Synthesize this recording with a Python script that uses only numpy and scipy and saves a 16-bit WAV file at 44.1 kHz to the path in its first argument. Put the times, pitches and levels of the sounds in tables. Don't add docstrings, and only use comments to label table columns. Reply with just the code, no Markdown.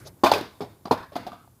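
import sys
import numpy as np
from scipy import signal
from scipy.io import wavfile

SR = 44100
rng = np.random.default_rng(int(sys.argv[2]) if len(sys.argv) > 2 else 0)


def volts(x):
    e = np.asarray(x, float) / 20
    return 10 ** e


def wrap_up_sound(samples):
    columns = np.atleast_2d(samples).T
    tamed = np.clip(columns, -1, 1)
    steps = np.round(tamed * 32767).astype(np.int16)
    wavfile.write(sys.argv[1], SR, steps)


N = 70560
TIME_S = np.arange(N) / SR


def rms_one(x):
    return x / np.sqrt(np.mean(x ** 2) + 1e-20)


def click(start_s):
    return (np.arange(N) == int(start_s * SR)).astype(float)


def cut(x, hz, kind):
    return signal.sosfilt(signal.butter(2, hz, kind, fs=SR, output="sos"), x)


def ring(clicks, hz, t60_s):
    r = volts(-60 / (max(t60_s, 0.003) * SR))
    w = 2 * np.pi * hz / SR
    return signal.lfilter([0, np.sin(w)], [1, -2 * r * np.cos(w), r * r], clicks + 1e-18)


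def grains(per_s, spread_db):
    hit = rng.random(N) < per_s / SR
    size_db = spread_db * np.minimum(rng.exponential(1, N), 3)
    return hit * volts(size_db) * rng.choice([-1, 1], N)


def drift(rate):
    r = np.exp(-80 * np.pi * rate / SR)
    slow = signal.lfilter([1], [1, -2 * r, r * r], rng.standard_normal(N // 40 + 2002))[2000:]
    return np.interp(np.arange(N) / 40, np.arange(len(slow)), rms_one(slow))


def noise(spectrum, patchy_db, rate):
    hz, db = np.transpose(spectrum)
    edges = 25 * 2 ** np.arange(0, 9.6, 0.5)
    white = rng.standard_normal((2, N))
    total = np.zeros(N)
    for k, (low, high) in enumerate(zip(edges, edges[1:])):
        band_db = np.interp(np.log(low * high) / 2, np.log(hz), db, -90, -90)
        total += volts(band_db + patchy_db * drift(rate)) * cut(white[k % 2], [low, high], "band")
    return rms_one(total)


# start_s, level_db (peak), pitch_hz, rattle_db (against the blow), t60_s (ring and chatter)
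SLAMS = [(.2357, -9, 1038, -9.5, 0.075), (.2360, -3, 780, -31, .012), (0.2357, -12, 347, -34, 0.027),
         (.2410, -19.5, 656, -9, 0.058), (0.2352, -15, 346, -36, 0.15), (0.2343, -17.5, 265, -31, 0.18),
         (.2358, -12.5, 835, -36.5, 0.14), (.2433, -21, 627, -3.5, 0.045),
         (0.2449, -11, 1000, -10.5, 0.038), (.2550, -21.5, 400, -11, 0.023), (.2595, -14, 652, -11.5, 0.03),
         (0.26, -11.5, 960, -13, 0.034), (0.265, -15.5, 1056, -5, 0.1), (.2760, -24, 690, -9, .05),
         (.2850, -22.5, 756, -15, 0.045), (.2935, -19, 810, -16.5, 0.072), (.3166, -3, 622, -8, 0.029),
         (.3170, -5, 886, -14, 0.024), (.3225, -15, 801, -12, 0.06), (.3298, -16, 687, -13, 0.036),
         (0.3368, -12, 422, -7.5, 0.029), (.3360, -17, 1096, -7, 0.03), (.3445, -20, 580, -5, 0.11),
         (0.354, -17.5, 500, -17.5, .05), (.3600, -17.5, 420, -19, 0.078), (.3800, -26.5, 589, -5, .1),
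         (.4100, -14, 317, -10, 0.018), (0.9111, -12, 985, -15, 0.062), (.9109, -11, 685, -32, 0.0096),
         (0.9106, -12, 458.7, -23, 0.091), (0.9103, -10, 256.5, -28, 0.072),
         (.9108, -14.5, 864, -38, 0.073), (.9180, -16.5, 735, -13, 0.047), (0.909, -34, 1365, -39.5, 0.054),
         (.9110, -12.5, 174, -46.5, 0.062), (.9250, -22.5, 893, -13.5, 0.075),
         (.9350, -30.5, 696, -11, 0.096)]
KNOCKS = [(0.6052, -27.5, 413, -35.5, 0.26), (.6056, -19.5, 630, -36, 0.014),
          (0.607, -27.5, 162, -11.5, 0.13), (.6108, -36, 730, -16.5, 0.043), (0.618, -31, 278, -15, 0.055),
          (.6120, -37, 1203, -36, 0.045), (.6225, -28, 820, -20, .03), (.6320, -34, 692, -16, 0.05),
          (.6440, -34.5, 575, -12.5, .05), (0.8539, -18.5, 220.6, -30.5, 0.021),
          (.8545, -30, 690, -10.5, 0.061), (0.856, -32.5, 1143, -34, .06), (.8600, -30, 616, -20, 0.026),
          (0.871, -28, 400, -13, 0.039), (.8795, -29, 800, -17, .03), (.9745, -44.5, 1740, 3, 0.092),
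          (.9880, -50, 218, -17, 0.052), (1.003, -44, 1460, -7, 0.061), (1.022, -46, 258, -25, 0.085),
          (1.028, -44.5, 1124, -3, 0.084), (1.031, -48, 1710, -14, 0.086),
          (1.120, -37.5, 593, -12.5, 0.069), (1.130, -41, 404, -8, 0.068), (1.124, -46.5, 1120, -33, 0.091),
          (1.1562, -23.5, 288, -18, 0.056), (1.1565, -26.5, 704.4, -10.5, 0.17),
          (1.1636, -19, 715, -15, 0.04), (1.156, -31.5, 1052, -18, 0.041), (1.16, -36.5, 1224, -33, 0.096),
          (1.2000, -36, 194, -14.5, 0.1), (1.2300, -41, 897, -11, 0.064),
          (1.2648, -28.5, 230, -12.5, 0.053), (1.266, -29.5, 743, -14.5, 0.16),
          (1.2715, -28.5, 711, -19.5, 0.077), (1.317, -31.5, 220, -14.5, 0.033),
          (1.319, -35, 1196, -16, 0.031), (1.330, -34.5, 708, -15, 0.1), (1.446, -48.5, 801, -17.5, 0.024),
          (1.476, -41, 767, -12, 0.018)]
START_S, LEVEL_DB, PITCH_HZ, RATTLE_DB, RING_S = np.vstack([SLAMS, KNOCKS]).T


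def shaking():
    rise_s = 0.00098
    age_s = np.maximum(TIME_S - START_S[:, None], 0)
    t60_s = np.clip(RING_S, 0.005, 1)[:, None]
    return (1 - np.exp(-age_s / rise_s)) * volts(-60 * age_s / t60_s)


def strikes():
    contact_cycles, crack_cycles, crack_db, crack_from_hz = 2.47, 1.5, -5.5, 500
    out = np.zeros(N)
    for start_s, level_db, hz, ring_s in zip(START_S, LEVEL_DB, PITCH_HZ, RING_S):
        blow = volts(level_db) * click(start_s)
        struck = ring(blow, hz, 0.63 * ring_s)
        if hz > crack_from_hz:
            struck = struck + volts(crack_db) * ring(blow, hz, crack_cycles / hz)
        soft = np.gradient(ring(struck, hz, contact_cycles / hz))
        out += soft * np.log(1e6) / (2 * np.pi * contact_cycles)
    return out


# pitch_hz, level_db, t60_s
WOOD_MODES = [(265, -4, 0.14), (339, -1.5, 0.031), (410, -4, 0.027), (470, -11, 0.04), (632, 1, 0.025),
              (674, 0, 0.025), (735, -10.5, 0.034), (835, 0.5, 0.023), (935, -5.5, 0.02), (990, 0, 0.023),
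              (1182, -8.5, 0.18), (1260, -21, 0.019), (1395, -9.5, .05), (1580, -15, .04)]


def chatter(shake):
    patter = grains(1400, 3.0) * volts(-13.5)
    out = np.zeros(N)
    for hz, mode_db, t60_s in WOOD_MODES:
        octaves_off = np.log2(hz / PITCH_HZ)
        gain = volts(-9.5 + LEVEL_DB + mode_db - 4 * octaves_off ** 2)
        out += ring(patter * (gain @ shake) * rng.normal(0, 1, N), hz, min(t60_s, 0.07))
    return cut(out, 235, "high")


# pitch_hz, level_db, t60_s
HARDWARE = [(1664, 7, 0.0033), (2040, 3, 0.0029), (2313, 3, 0.0046), (2960, -2.5, 0.0044),
            (3530, 6, 0.0055), (4080, -2, 0.0091), (4330, 2.5, 0.0034), (4740, 0.5, 0.0084),
            (5170, 1.5, 0.0044), (6330, -2, 0.0023)]


def rattle(shake):
    drive = volts(LEVEL_DB + RATTLE_DB + 2) @ shake
    out = volts(-15.5) * drive * cut(rng.standard_normal(N), 7200, "high")
    for hz, mode_db, t60_s in HARDWARE:
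        out += volts(mode_db - 20) * ring(grains(2500, 2.5) * drive, hz, min(t60_s, 0.012))
    return out


def thuds():
    hz = 98.4
    push = np.zeros(N)
    push[(START_S * SR).astype(int)] = volts(LEVEL_DB - 46)
    return ring(ring(push, hz, 0.27), hz, 0.018) * hz / SR * 20


def board():
    shake = shaking()
    wood = cut(chatter(shake) + strikes(), 1940, "low")
    return cut(wood, 140, "high") + rattle(shake) + thuds()


# start_s, level_db (peak), pitch_hz, t60_s
PINGS = [(0.238, -27, 4500, 0.017), (0.265, -19.5, 2470, 0.045), (0.3159, -12, 4400, 0.013),
         (0.3356, -22, 2360, .02), (0.336, -24, 2600, .015), (0.3425, -20, 2524, 0.023),
         (0.6062, -46, 3300, 0.019), (.6085, -42.5, 5340, .02), (.612, -39, 2270, .015),
         (.619, -41.5, 2250, 0.022), (0.63, -42, 5220, 0.014), (0.853, -49, 3600, 0.011),
         (0.858, -42, 4700, 0.044), (.856, -41, 4060, .02), (.8555, -40.5, 5600, .01),
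         (0.913, -29, 4307, .05), (1.156, -37.5, 3330, 0.031), (1.1548, -37.5, 4700, 0.015)]


def pings():
    metal = sum(ring(volts(db) * click(start_s), hz, t60_s) for start_s, db, hz, t60_s in PINGS)
    return cut(metal, 1500, "high")


def thump():
    return cut(ring(volts(-46.5) * click(1), 54.8, 0.08), 300, "low")


# centre_hz, level_db, t60_s
YARD = [(143, -2.5, 0.98), (393, -1.5, 0.39), (1000, -12.5, 0.89), (1850, 2.5, 0.74), (4500, -6, 0.99),
        (9750, -2, 0.43)]
# delay_s, level_db (below 0 thins it), spread_s
WALLS = [(.03, 0, 0.003), (.075, 3, .015), (.12, 5.5, .02), (.16, -1.5, 0.023), (.24, -3.5, 0.046)]


def yard(x):
    rise_s, far_s, far_loss_db = 0.004, 0.096, -14
    t = np.arange(int(0.7 * SR)) / SR
    bunch_db = sum(db * np.exp(-0.5 * ((t - delay_s) / wide_s) ** 2) for delay_s, db, wide_s in WALLS)
    far_db = far_loss_db / (1 + np.exp((far_s - t) / 0.044))
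    shape = (1 - np.exp(-t / rise_s)) * volts(bunch_db + far_db)
    smear_share = 0.78
    smear = rms_one(cut(rng.standard_normal(N), 120, "low"))
    blurred = x * (np.sqrt(1 - smear_share) + np.sqrt(smear_share) * smear)
    hz = np.array(YARD)[:, 0]
    edges = np.r_[80, np.sqrt(hz[1:] * hz[:-1]), 16000]
    answer = np.zeros(len(t))
    for k, (_, db, t60_s) in enumerate(YARD):
        band = cut(rng.standard_normal(len(t)), [edges[k], edges[k + 1]], "band")
        answer += volts(db - 60 * t / t60_s) * band
    return volts(-36.5) * signal.fftconvolve(cut(blurred, 170, "high"), answer * shape)[:N]


# time_s, level_db
SWISH = [(0.0, -58.5), (0.02, -62.5), (0.048, -62.5), (0.074, -53), (0.105, -71.5), (0.13, -78)]
# pitch_hz, level_db (per Hz)
SLEEVE = [(240, -11), (400, -7), (854, -11.5), (1400, -9), (2500, -23), (4600, -21), (9000, -26),
          (15000, -28)]
# time_s, level_db
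BRUSH = [(.03, -86), (.055, -56), (.075, -45), (.092, -60), (.105, -80)]


def sleeve():
    swish = volts(np.interp(TIME_S, *np.transpose(SWISH), right=-99) + 9) * noise(SLEEVE, 7.0, 8.3)
    band = [3300, 6750]
    scrape = rms_one(cut(cut(rng.standard_normal(N), band, "band"), band, "band"))
    return swish + volts(np.interp(TIME_S, *np.transpose(BRUSH), left=-99, right=-99)) * scrape


# time_s, level_db
WIND = [(0, -42), (.11, -50.5), (.2, -56), (.3, -48.5), (.5, -47), (.58, -58.5), (.64, -47), (.72, -56),
        (.82, -56.5), (.95, -49), (1.08, -59), (1.2, -47.5), (1.33, -54), (1.6, -62.5)]
# pitch_hz, level_db (per Hz)
RUMBLE = [(25, -30.5), (50, -12), (70, 0.5), (125, 3.5), (170, -6.5), (250, -12), (400, -35)]


def wind():
    flutter = noise(RUMBLE, patchy_db=1.5, rate=12) * volts(drift(12))
    return volts(np.interp(TIME_S, *np.transpose(WIND)) - 2) * flutter


# pitch_hz, level_db (per Hz)
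HUM = [(150, -1.5), (300, 5), (600, -3.5), (1000, -6), (1600, -16), (2500, -23.5)]


def far_hum():
    return volts(-59 - 5 * TIME_S) * noise(HUM, patchy_db=1.0, rate=9)


# pitch_hz, level_db (per Hz)
HISS = [(470, -44), (800, -13), (3850, -3), (5210, -3.5), (8870, 0.5), (15100, 2), (16500, -7)]


def hiss():
    return volts(-63.5 - 2 * TIME_S) * noise(HISS, patchy_db=1.0, rate=8)


def scene():
    hits = board()
    landing = hits + pings() + thump() + yard(hits)
    floor = wind() + far_hum() + hiss()
    return (landing + sleeve() + floor)[None]


def band_limit(x):
    return signal.sosfilt(signal.butter(12, 16830, fs=SR, output="sos"), x)


def record(dry):
    ceiling, top_hz = 1.6, 15600
    rounded = ceiling * np.tanh(dry / ceiling)
    low_pass = signal.cheby2(12, 60, top_hz * 1.04, fs=SR, output="sos")
    return band_limit(signal.sosfilt(low_pass, rounded))


dry = scene()
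out = record(dry)
wrap_up_sound(out)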